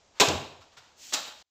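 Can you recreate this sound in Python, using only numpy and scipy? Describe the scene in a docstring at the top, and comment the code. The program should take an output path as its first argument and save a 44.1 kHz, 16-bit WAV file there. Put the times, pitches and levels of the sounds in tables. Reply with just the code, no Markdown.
"""A karate punch into paper

A fist smacks a hanging bundle of paper off its stand in a bare, tiled room. The sleeve swishes,
the paper cracks and flaps away, bare feet thud and the cotton suit snaps. After a soft sliding hiss
the bundle lands edge first and slaps flat. Each hit is a short burst of crinkly noise, given its
own tone by a filter, and the hard walls ring after it."""
import sys
import numpy as np
from scipy import signal
from scipy.fft import rfft, irfft
from scipy.io import wavfile

SR = 44100
rng = np.random.default_rng(int(sys.argv[2]) if len(sys.argv) > 2 else 0)


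def output_pcm(signal):
    """Save a mono or channel-first signal as 16-bit PCM at the path in sys.argv[1].

    Samples are clipped to [-1, 1] before scaling.
    """
    pcm = np.clip(np.atleast_2d(signal).T, -1, 1) * 32767
    wavfile.write(sys.argv[1], SR, np.round(pcm).astype(np.int16))


N = 66150
T = np.arange(N) / SR


def punch(walls):
    """The fist crushes the paper and tears it from its clip; air pops out and loose sheets whip over."""
    # when each sound happens: t/s, level/dB, rise/s, decay/s
    cracks = [(0.1992, -12, 0.00042, .005), (0.2027, -11, 0.00055, 0.004), (.208, -16.5, 0.00029, 0.0053),
              (0.253, -28, .004, 0.0095)]
    pops = [(0.1994, -17.5, 0.00073, 0.0027), (0.2089, -17.5, 0.00085, 0.0047), (.227, -22, 0.0012, 0.0034)]
    flaps = [(.286, -27, .0006, .0012), (.2893, -32, .0005, .001)]
    # the tone of each sound: f/Hz, level/dB
    crack_tone = [(100, -16), (300, 2), (900, -3), (1400, -10), (1950, -4), (2650, 6), (3150, 0.5),
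                  (3700, 6.5), (4700, -1.5), (7000, -1), (15000, -3)]
    pop_tone = [(70, -35.5), (160, -13), (240, -8), (330, 0), (410, 3), (520, -3.5), (720, 4), (1020, -2),
                (1500, -5.5), (3000, -32.5), (9000, -49)]
    flap_tone = [(200, 1.5), (900, -8.5), (2000, 7.5), (7000, 10), (15000, -0.5)]
    return (bursts(walls, cracks, crack_tone, direct_db=2)
            + bursts(walls, pops, pop_tone, direct_db=-5.5)
            + bursts(walls, flaps, flap_tone, direct_db=15.5))


def puff():
    """The blow shoves a short, low wave of air straight at the microphone."""
    centre_s, pitch_hz, width_s = .211, 91, 0.004
    age = T - centre_s
    return undb(-40) * np.sin(2 * np.pi * pitch_hz * age) * np.exp(-(age / width_s) ** 2)


def landing(walls):
    """The bundle hits the tiles, the cover slaps flat and the pages settle."""
    # the bundle's hits and the cover's slap: t/s, level/dB, rise/s, decay/s
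    hits = [(1.1238, -25, .0006, .012), (1.132, -21, .007, .009), (1.167, -30, .002, .01),
            (1.218, -41, .001, .003), (1.245, -37, .01, .02), (1.275, -38, .001, .005)]
    slaps = [(1.131, -19, 0.0093, 0.0031)]
    # the tone of each sound: f/Hz, level/dB
    hit_tone = [(60, -38), (150, -15.5), (280, -3), (400, -10.5), (510, -1), (625, -1), (730, -3), (870, 2),
                (990, -3), (1230, -0.5), (1950, -5), (3000, -1.5), (3900, 2.5), (4700, -4), (7000, -8),
                (15000, -4)]
    slap_tone = [(200, -50), (2000, -27.5), (4000, -1), (7000, 4), (15000, -3)]
    return bursts(walls, hits, hit_tone, direct_db=-1.5) + bursts(walls, slaps, slap_tone, direct_db=6.5)


def fighter(walls):
    """Bare feet strike the tiles, body weight thumps the floor, and the cotton suit swishes and snaps."""
    # when each sound happens: t/s, level/dB, rise/s, decay/s
    steps = [(0.27, -25, 0.01, 0.017), (0.292, -23.5, 0.0011, .01), (0.324, -30.5, 0.0018, 0.055)]
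    thumps = [(0.273, -30.5, 0.0029, 0.0059), (.31, -29.5, 0.0052, 0.05), (.58, -53.5, 0.0066, 0.012),
              (.768, -56.5, 0.006, 0.0036)]
    swishes = [(0.131, -36, 0.15, 0.0049), (0.603, -50, 0.0092, 0.018), (0.716, -54.5, 0.0032, 0.025),
               (0.766, -43.5, 0.0076, 0.0089), (.82, -53, 0.017, 0.075)]
    # the tone of each sound: f/Hz, level/dB
    step_tone = [(60, -49), (160, -1), (240, 18), (380, 11), (600, 9.5), (900, 6.5), (1200, -1.5),
                 (1800, -13), (4000, -9.5), (12000, -46)]
    thump_tone = [(30, -44.5), (55, -20), (72, -12.5), (90, 1.5), (110, -13), (135, -2), (165, -11),
                  (400, -72), (2000, -66)]
    cloth_tone = [(60, -15), (250, -14), (650, -5.5), (900, 2.5), (1350, 2.5), (2000, -3.5), (3800, -1),
                  (7000, -9), (11000, -10.5), (15000, -12)]
    return (bursts(walls, steps, step_tone, direct_db=0)
            + bursts(walls, thumps, thump_tone, direct_db=0.5)
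            + bursts(walls, swishes, cloth_tone, direct_db=0.5))


def sliding():
    """A foot brushes over the tiles; later the pages of the landed bundle settle with a soft, dull rustle."""
    # the tone of the foot and of the settling pages: f/Hz, level/dB
    foot_tone = [(100, -30.5), (270, -1.5), (500, -23), (1400, -9), (3000, 1.5), (6500, 5), (15000, 5)]
    page_tone = [(200, -12), (1500, -8), (3800, 0), (7000, -2), (15000, -12)]
    fade_start_s, decay_s = 1.13, .04
    foot = ramp(start_s=0.96, length_s=0.089) * np.exp(-np.maximum(T - fade_start_s, 0) / decay_s)
    pages = ramp(start_s=1.33, length_s=.07)
    return undb(-41) * foot * hiss(foot_tone) + undb(-57) * pages * hiss(page_tone)


def bursts(walls, events, tone, direct_db):
    """Each contact is a crinkly burst that swells, dies away and echoes round the room."""
    total = np.zeros(N)
    for start, db, rise, decay in events:
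        shape = ramp(start, rise) * np.exp(-np.maximum(T - start - rise, 0) / decay)
        total += undb(db) * heard_in(walls, pitchless_burst(shape), direct_db)
    tone_filter = unit(colour(signal.unit_impulse(N), tone))
    return convolve(total, tone_filter) * np.sqrt(SR / 100)  # a level is energy spread over 10 ms


def pitchless_burst(shape, passes=2):
    """A short contact has no pitch, so its frequencies are evened out until none sticks out."""
    dip_db = 0.5  # only dips below this level remain in the spectrum
    burst = crinkle() * np.sqrt(shape)  # each pass adds part of the rest of the shape
    for _ in range(passes):
        spectrum = rfft(unit(burst))
        burst = irfft(spectrum / (np.abs(spectrum) + undb(dip_db)), N) * shape ** (.5 / passes)
    return unit(burst)


def crinkle():
    """Tiny creases snap over the rush of rubbing fibres."""
    creases_per_s, spread_db = 2500, 2
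    snaps = (rng.random(N) < creases_per_s / SR) * rng.choice([-1, 1], N)
    sizes = undb(spread_db * np.minimum(rng.exponential(size=N), 4))
    return undb(-0.5) * unit(snaps * sizes) + unit(rng.standard_normal(N))


def room(count=12):
    """The ring of the hard walls: bands of noise from low to high, and how each one dies away."""
    # how long the room takes to fade by 60 dB: f/Hz, t/s
    ring_times = [(80, 0.36), (250, 0.42), (700, 0.68), (1500, 0.59), (3800, 0.62), (7000, 0.46),
                  (14000, 0.47)]
    hz = np.arange(N // 2 + 1) * SR / N
    centres = np.geomspace(60, 16000, count)
    noise = rfft(rng.standard_normal(N))
    shares = [along(list(zip(centres, band)), hz) for band in np.eye(count)]
    bands = np.array([irfft(noise * np.sqrt(share), N) for share in shares])
    decays = np.exp(-np.log(1000) * T / along(ring_times, centres)[:, None])
    return bands, decays


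def heard_in(walls, sound, direct_db):
    """Sound arrives directly, then as early echoes and a long ring; each spot has its own echoes."""
    gap_s, early_decay_s, early_db = 0.0024, 0.011, 2
    bands, decays = walls
    tail = np.sum(np.roll(bands, rng.integers(N), axis=1) * decays, axis=0)
    arrived = ramp(gap_s, gap_s)  # echoes need time to come back from the walls
    echoes = rng.standard_normal(N)
    early = echoes * np.abs(echoes) * np.exp(-T / early_decay_s)
    response = unit(tail * arrived) + undb(early_db) * unit(early * arrived)
    response[0] += undb(direct_db)
    return convolve(sound, unit(response))


def room_air():
    """The air of the room makes a faint, steady rush."""
    # the tone of the air: f/Hz, level/dB
    air_tone = [(25, -11), (70, 3), (140, -6), (300, -4), (700, -0.5), (1600, -10.5), (3800, -11),
                (7000, -10.5), (15000, -30.5)]
    return undb(-64) * hiss(air_tone)


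def hiss(tone):
    """Steady noise with the given tone and an average power of one."""
    return unit(colour(rng.standard_normal(N), tone)) * np.sqrt(N)


def colour(sound, tone, size=4096):
    """Make each frequency louder or softer, following a table of f/Hz, level/dB."""
    hz = np.arange(size // 2 + 1) * SR / size
    cepstrum = irfft(np.log(undb(along(tone, hz))))
    # fold the second half onto the first, so the filter never rings before the sound starts
    cepstrum[1:size // 2] *= 2
    cepstrum[size // 2 + 1:] = 0
    return convolve(sound, irfft(np.exp(rfft(cepstrum))))


def convolve(sound, response):
    """Pass a sound through a filter or room, given its response to one click."""
    return signal.fftconvolve(sound, response)[:N]


def along(points, hz):
    """Read between the rows of a frequency table, giving every octave equal space."""
    frequencies, values = np.array(points, float).T
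    return np.interp(np.log(np.maximum(hz, 1)), np.log(frequencies), values)


def ramp(start_s, length_s):
    """Rise in a straight line from 0 to 1, then stay there."""
    return np.clip((T - start_s) / length_s, 0, 1)


def unit(sound):
    """Scale to an energy of one."""
    return sound / np.sqrt(np.sum(sound ** 2) + 1e-18)


def undb(db):
    """Turn decibels into a number to multiply by."""
    return 10 ** (np.asarray(db) / 20)


def scene():
    """All the sources together in one channel, over the room's quiet air."""
    walls = room()
    return (punch(walls) + puff() + fighter(walls) + landing(walls) + sliding() + room_air())[None]


def record(dry):
    """A small microphone dulls the highest treble; the sound drops away abruptly near the end."""
    # the microphone's treble loss: f/Hz, level/dB
    microphone = [(7400, 0), (8300, -10), (9400, -25), (10300, -20), (15000, -16)]
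    drop_db, top_hz = -34, 15500
    heard = colour(dry[0], microphone) * undb(drop_db * ramp(start_s=1.425, length_s=.004))
    low_pass = signal.ellip(10, .2, 70, top_hz, fs=SR, output="sos")
    return signal.sosfilt(low_pass, heard)[None]


dry = scene()
out = record(dry)
output_pcm(out)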